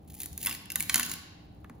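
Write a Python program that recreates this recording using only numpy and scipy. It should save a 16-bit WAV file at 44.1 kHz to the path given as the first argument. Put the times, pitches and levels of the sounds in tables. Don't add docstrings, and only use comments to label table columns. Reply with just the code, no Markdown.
import sys
import numpy as np
from scipy import signal
from scipy.fft import rfft, irfft, next_fast_len
from scipy.io import wavfile
from scipy.ndimage import map_coordinates

SR = 44100
rng = np.random.default_rng(int(sys.argv[2]) if len(sys.argv) > 2 else 0)


def inscribe(sig):
    pcm = np.round(np.clip(np.atleast_2d(sig).T, -1, 1) * 32767)
    wavfile.write(sys.argv[1], SR, pcm.astype(np.int16))


N = 79380


def amp(db):
    return 10 ** (np.asarray(db) / 20)


def unit(x):
    return x / np.sqrt(np.mean(x ** 2) + 1e-20)


def along(points, hz):
    point_hz, values = np.transpose(points)
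    return np.interp(np.log(hz + 1), np.log(point_hz + 1), values)


def curve(points):
    return np.interp(np.arange(N) / SR, *np.transpose(points))


def filtered(x, response):
    n = x.shape[-1]
    padded = next_fast_len(n + 4096)
    spectrum = rfft(x, padded) * response(np.fft.rfftfreq(padded, 1 / SR))
    return irfft(spectrum, padded)[..., :n]


def resonances(table, f):
    total = 0
    for k, (centre, width, db) in enumerate(table):
        peak = 1j * f * width / (centre * centre - f * f + 1j * f * width)
        total = total + (-1) ** k * amp(db) * peak
    return total


def add(track, s, x):
    part = track[..., max(0, round(s * SR)):][..., :x.shape[-1]]
    part += x[..., :part.shape[-1]]


def noise(colour, side):
    def shape(f):
        return amp(along(colour, f)) / (1 + (f / colour[-1][0]) ** 8)

    centre, edge = filtered(rng.standard_normal((2, N)), shape)
    edge = filtered(edge, lambda f: amp(along(side, f)))
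    return unit(centre + np.outer([1, -1], edge))


# pitch_hz, gain_db
RUMBLE_COLOUR = [(15, -33.5), (25, -17), (70, 2), (101, 1), (130, -4.5), (189, -0.5), (241, -9.5),
                 (315, -9.5), (637, -25.5), (798, -16), (900, -33), (1170, -69), (1980, -120)]
# time_s, level_db
RUMBLE_LEVEL = [(0, -53.5), (.1, -50.5), (.15, -51.5), (.28, -49.5), (.4, -50.5), (.53, -49.5),
                (.62, -53.5), (.74, -51), (.83, -49), (.92, -49), (1.02, -49.5), (1.15, -47.5),
                (1.22, -54.5), (1.4, -52), (1.55, -51.5), (1.8, -50)]
# pitch_hz, gain_db
AIR_COLOUR = [(300, 0.5), (800, 3.5), (1500, -10.5), (4000, -16), (8000, -30), (11000, -29), (14000, -32.5),
              (16000, -33)]
# pitch_hz, side_db
WIDTH = [(40, -16.5), (100, -15.5), (300, -8.5), (700, 2), (2000, -1.5)]
HUM_HZ, HUM_DB, AIR_DB = 297.4, -64, -65.5


def workshop():
    hum = amp(HUM_DB) * unit(np.sin(2 * np.pi * HUM_HZ * np.arange(N) / SR))
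    rumble = amp(curve(RUMBLE_LEVEL)) * noise(RUMBLE_COLOUR, WIDTH)
    hiss = amp(AIR_DB) * noise(AIR_COLOUR, WIDTH)
    return rumble + hiss + hum


# centre_hz, width_hz, depth_db
NOTCHES = [(8815, 500, 23), (13400, 960, 23)]


def notches(hz):
    return amp(-sum(db * np.exp(-((hz - c) / w) ** 2) for c, w, db in NOTCHES))


# pitch_hz, t60_s
ROOM_T60 = [(150, 1), (1000, 1), (4000, 0.96), (8000, 0.47), (15000, 0.32)]
# pitch_hz, gain_db
ROOM_COLOUR = [(200, -2), (1000, -1), (2000, -8), (4000, -3), (7000, -5.5), (11000, -2), (16000, 0)]
# pitch_hz, lead_radians
RIGHT_LEADS = [(100, 0), (4500, 1), (7200, 1.4), (9500, 5), (15000, 12)]
ROOM_GAP_S, ROOM_RISE_S = 0.008, 0.0053


def heard(x, room_db):
    hz, t, z = signal.stft(rng.standard_normal((2, SR)), SR, nperseg=256)
    decay = amp(-60 * t / along(ROOM_T60, hz)[:, None])
    tail = signal.istft(z * decay, SR, nperseg=256)[1]
    tail = tail * np.clip((np.arange(tail.shape[1]) / SR - ROOM_GAP_S) / ROOM_RISE_S, 0, 1)
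    tail = tail / np.linalg.norm(tail[0])
    tail = filtered(tail, lambda f: amp(along(ROOM_COLOUR, f)) * notches(f))
    out = amp(room_db) * signal.fftconvolve(x[None], tail, axes=1)
    direct = filtered(x, lambda f: np.exp(.5j * np.outer([-1, 1], along(RIGHT_LEADS, f))))
    add(out, 0, direct)
    return out


# centre_hz, width_hz, gain_db
PANEL = [(118, 34, -4), (180, 110, -7.5), (241.3, 20.7, 4), (330, 90, -11), (790, 150, -12)]
# time_s, level_db
FLEX = [(0, -77), (.42, -62), (.47, -48.5), (.56, -58.5), (.64, -68), (.78, -60), (.92, -62.5), (.96, -41),
        (1.04, -54), (1.15, -54.5), (1.3, -93), (1.8, -76)]


def flexing():
    boom = unit(filtered(rng.standard_normal(N), lambda f: resonances(PANEL, f)))
    return heard(boom * amp(curve(FLEX)), room_db=-9.5)[:, :N]


# centre_hz, width_hz, gain_db
MODES_RING = [(1056, 13, -6.5), (1172, 25, 3.5), (1520, 9, -7), (1750, 8.3, 3), (1977, 19, -7.5),
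              (2170, 63, -6), (2720, 35, -5), (3100, 12, 10.5), (3790, 30, -9), (4035, 110, -5)]
RING_DB = -1.5


def ringing(x, ring_db):
    return x + amp(ring_db) * filtered(x, lambda f: resonances(MODES_RING, f))


CLUMP_SWING_DB, CLUMPS_PER_S = 9, 260


def crackle(response, rate, spread_db):
    clump_at = np.arange(N) * CLUMPS_PER_S / SR
    clumps = map_coordinates(rng.uniform(-1, 1, N), [clump_at], order=1)
    spread = np.clip(rng.standard_normal(N), -2, 2)
    sizes = amp(spread_db * spread + CLUMP_SWING_DB * clumps)
    cracks = (rng.random(N) < rate / SR) * rng.choice([-1, 1], N) * sizes
    return unit(ringing(filtered(cracks, response), RING_DB))


# centre_hz, width_hz, gain_db
SHELL = [(1130, 160, -8), (1601, 478, -2), (2180, 740, 2), (2625, 360, 1.5), (4196, 1460, 0.5),
         (6630, 1060, 6), (11660, 3820, 10.5), (14450, 2500, 8)]
# time_s, level_db
TEAR = [(.06, -76.5), (.082, -61), (.096, -72.5), (.102, -48.5), (.125, -62.5), (.145, -53.5), (.19, -54.5),
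        (.21, -42.5), (.245, -44), (.29, -70), (.38, -58), (.41, -40.5), (.455, -42), (.48, -42),
        (.53, -43), (.565, -52), (.60, -76.5), (.74, -78.5), (.77, -56.5), (.83, -44), (.88, -53.5),
        (.93, -43.5), (.965, -33), (1.02, -48), (1.06, -41), (1.13, -42), (1.17, -56), (1.21, -80)]
# pitch_hz, gain_db
TEAR_COLOUR = [(200, -40), (700, -2.5), (1500, -10), (3000, -1), (6000, -6), (8500, -3), (11000, -7.5),
               (15500, 4.5), (17000, -27)]
# start_s, level_db, t60_s
RIPS = [(0.466, -33, 0.16), (.954, -38.5, 0.218)]
# centre_hz, width_hz, gain_db
RIP_MODES = [(887, 90, -7), (1159, 76, 5), (1460, 120, -7), (1860, 220, 0), (2650, 270, -3), (3430, 150, 3)]


def tearing():
    t = np.arange(N) / SR
    rip_level = sum((t > s) * amp(db - 60 * np.abs(t - s) / t60) for s, db, t60 in RIPS)
    rips = rip_level * crackle(lambda f: resonances(RIP_MODES, f), rate=1700, spread_db=0.5)

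    def bright(f):
        return amp(along(TEAR_COLOUR, f)) * resonances(SHELL, f) * notches(f)

    rasp = crackle(bright, rate=2600, spread_db=2) * amp(curve(TEAR))
    return heard(rasp + rips, room_db=-7)[:, :N]


# pitch_multiple, level_over_ring_db, t60_s
FLAP = [(1, 1, 0.021), (1.86, -1.5, 0.012)]
SNAP_DB, SNAP_RISE_S = 21, 0.0004


def flap(hz, db):
    t = np.arange(2048) / SR
    out = np.zeros(len(t))
    for multiple, mode_db, t60 in FLAP:
        envelope = amp(-60 * t / t60) * np.clip(t / SNAP_RISE_S, 0, 1)
        x = np.sin(2 * np.pi * multiple * hz * t) * envelope
        out += amp(db + mode_db + SNAP_DB) * x / np.linalg.norm(x)
    return out


# low_hz, high_hz, gain_db, after_ring_db, t60_s
RANGES = [(750, 1666, -1, -3.5, 0.055), (1650, 3200, -0.5, -6, 0.01), (3200, 8750, 0, -2, 0.036),
          (8000, 20000, 0.5, -7, 0.032)]
GRIT = 0.76


def blow(levels_db, length_s):
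    t = np.arange(2048) / SR
    fall = 1 + (t / max(length_s, SNAP_RISE_S)) ** 6
    burst = np.clip(t / SNAP_RISE_S, 0, 1) / fall
    out = np.zeros(len(t))
    for db, (lo_hz, hi_hz, gain_db, ring_db, t60) in zip(levels_db, RANGES):
        fibres, sizes, ring = rng.standard_normal((3, len(t)))
        grit = burst * unit(fibres * np.exp(GRIT * sizes))
        after_ring = ring * amp(ring_db - 60 * t / t60) * np.clip(t / length_s, 0, 1)
        shaken = filtered(grit + after_ring, lambda f: resonances(SHELL, f))
        band = signal.butter(3, [lo_hz, hi_hz], 'band', fs=SR, output='sos')
        x = signal.sosfilt(band, shaken)
        out += amp(db + gain_db + SNAP_DB) * x / np.linalg.norm(x)
    return out


BLOW_DELAY_S, TICK_DELAY_S = .0003, .001
TICK_DB, LOUDEST_TICK_DB = -4.5, -7


def blows(table, level_db, room_db, ring_db):
    out = np.zeros((2, N))
    tick = filtered(signal.unit_impulse(1024), lambda f: resonances(SHELL, f))
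    tick = tick / np.abs(tick).max()
    for s, peak_db, *levels_db, length_s, hz in table:
        x = blow(levels_db, length_s) + flap(hz, levels_db[1])
        x = np.pad(x, (0, SR // 5))
        add(x, TICK_DELAY_S, amp(min(peak_db + TICK_DB, LOUDEST_TICK_DB)) * tick)
        add(out, s + BLOW_DELAY_S, heard(ringing(x, ring_db), room_db))
    return amp(level_db) * out


# start_s, tick_db, body_db, ring_db, crack_db, fizz_db, fracture_s, flap_pitch_hz
SNAPS = [(0.1408, -33, -72, -62, -55, -42, 0.0021, 2460), (0.1487, -37, -81, -64, -58, -39.5, 0.0016, 2440),
         (0.2021, -36, -53, -50, -36, -29.5, 0.0014, 2530),
         (0.232, -11.5, -61.5, -49.5, -48, -33.5, 0.0022, 1990),
         (0.2583, -12.5, -51, -53, -43, -33.5, 0.0025, 1740),
         (0.3282, -47, -64.5, -65.5, -45.5, -42.5, 0.0018, 2990),
         (0.3767, -17, -51.5, -49.5, -39, -29, 0.0023, 2170),
         (0.4288, -35, -60.5, -50, -37, -31, 0.0021, 2770),
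         (0.4361, -24, -56, -52.5, -38.5, -36.5, 0.0014, 2780),
         (0.449, -27, -57.5, -45, -50.5, -27.5, 0.0014, 2250),
         (0.4603, -32, -37, -34, -35.5, -19, 0.0014, 2176),
         (0.4692, -2, -32.5, -31, -35, -26.5, 0.002, 2740),
         (0.4939, -16, -51.5, -41, -40, -30, 0.0019, 2830),
         (0.5105, -21, -45, -35.5, -42, -34, 0.0014, 2760),
         (0.5262, -24, -50.5, -39, -41.5, -36, 0.0016, 2430),
         (0.5487, -14, -59.5, -42.5, -40.5, -35, 0.0013, 2270),
         (0.6566, -23.5, -69.5, -55.5, -60.5, -49.5, 0.0016, 1700),
         (0.7017, -17, -47, -36.5, -37, -31.5, 0.0016, 2750),
         (0.7184, -19, -46, -46.5, -40, -28.5, 0.0016, 2700),
         (0.7566, -28, -33.5, -31, -26, -18, 0.0022, 2034),
         (0.798, -21, -46, -46, -41, -30.5, 0.0027, 2710),
         (0.805, -14, -46, -31.5, -34.5, -20, 0.0015, 2224),
         (0.8252, -6, -42.5, -64.5, -37.5, -36, 0.00065, 1390),
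         (0.8957, -4.5, -27, -21.5, -20.5, -29, 0.0013, 2240),
         (0.9424, 0, -26.5, -24, -16.5, -17, 0.0021, 2120), (0.9569, 7, -26.5, -37, -17, -20, 0.0018, 1390),
         (0.9788, -20.5, -39, -33, -31, -28.5, 0.00085, 1475),
         (0.9955, -14, -28.5, -30, -26, -20.5, 0.0026, 1507),
         (1.0078, -20, -48, -34, -41, -31, 0.0025, 1736), (1.0298, -22, -49, -32.5, -25, -28, 0.0015, 2740),
         (1.0951, -24, -49, -57, -31.5, -41, 0.0011, 1490),
         (1.1149, -14, -47, -42.5, -29, -31, 0.0022, 2130),
         (1.1366, -18, -41, -42.5, -33.5, -31.5, 0.0022, 2840)]


def snaps():
    return blows(SNAPS, level_db=-2.5, room_db=-4, ring_db=RING_DB)


# start_s, pitch_hz, level_db,
# t60_s
BUMPS = [(0.316, 80.1, -40.5, 0.33), (.77, 225.6, -46, 0.31), (.955, 238, -42, .55),
         (1.699, 234.5, -39.5, 0.092)]


def bumps():
    out, t = np.zeros(N), np.arange(SR // 2) / SR
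    for s, hz, db, t60 in BUMPS:
        envelope = amp(db - 60 * t / t60) * (1 - np.exp(-t / 0.002))
        add(out, s, envelope * np.sin(2 * np.pi * hz * t))
    return out


# centre_hz, width_hz, gain_db
WOOD = [(476, 140, 0), (800, 260, 1.5), (1200, 360, 0), (1720, 310, -5.5)]
# start_s, tick_db, body_db, ring_db, crack_db, fizz_db, burst_s, twang_pitch_hz
TAPS = [(1.644, -39, -47.5, -48.5, -67.5, -60.5, 0.0015, 1180),
        (1.696, -37, -46.5, -54.5, -56, -56, 0.0029, 1193)]
KNOCK_DB, KNOCK_DELAY_S = 23, 0.00207


def knocks():
    hits = np.zeros(N)
    for s, peak_db, *_ in TAPS:
        add(hits, s + KNOCK_DELAY_S, amp([peak_db + KNOCK_DB]))
    return heard(filtered(hits, lambda f: resonances(WOOD, f)), room_db=-6)[:, :N]


def taps():
    return blows(TAPS, level_db=-3, room_db=-8, ring_db=-10) + knocks()


def scene():
    return snaps() + taps() + tearing() + flexing() + bumps() + workshop()


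def record(dry):
    return filtered(dry, lambda hz: 1 / (1 + (hz / 16400) ** 90))


dry = scene()
out = record(dry)
inscribe(out)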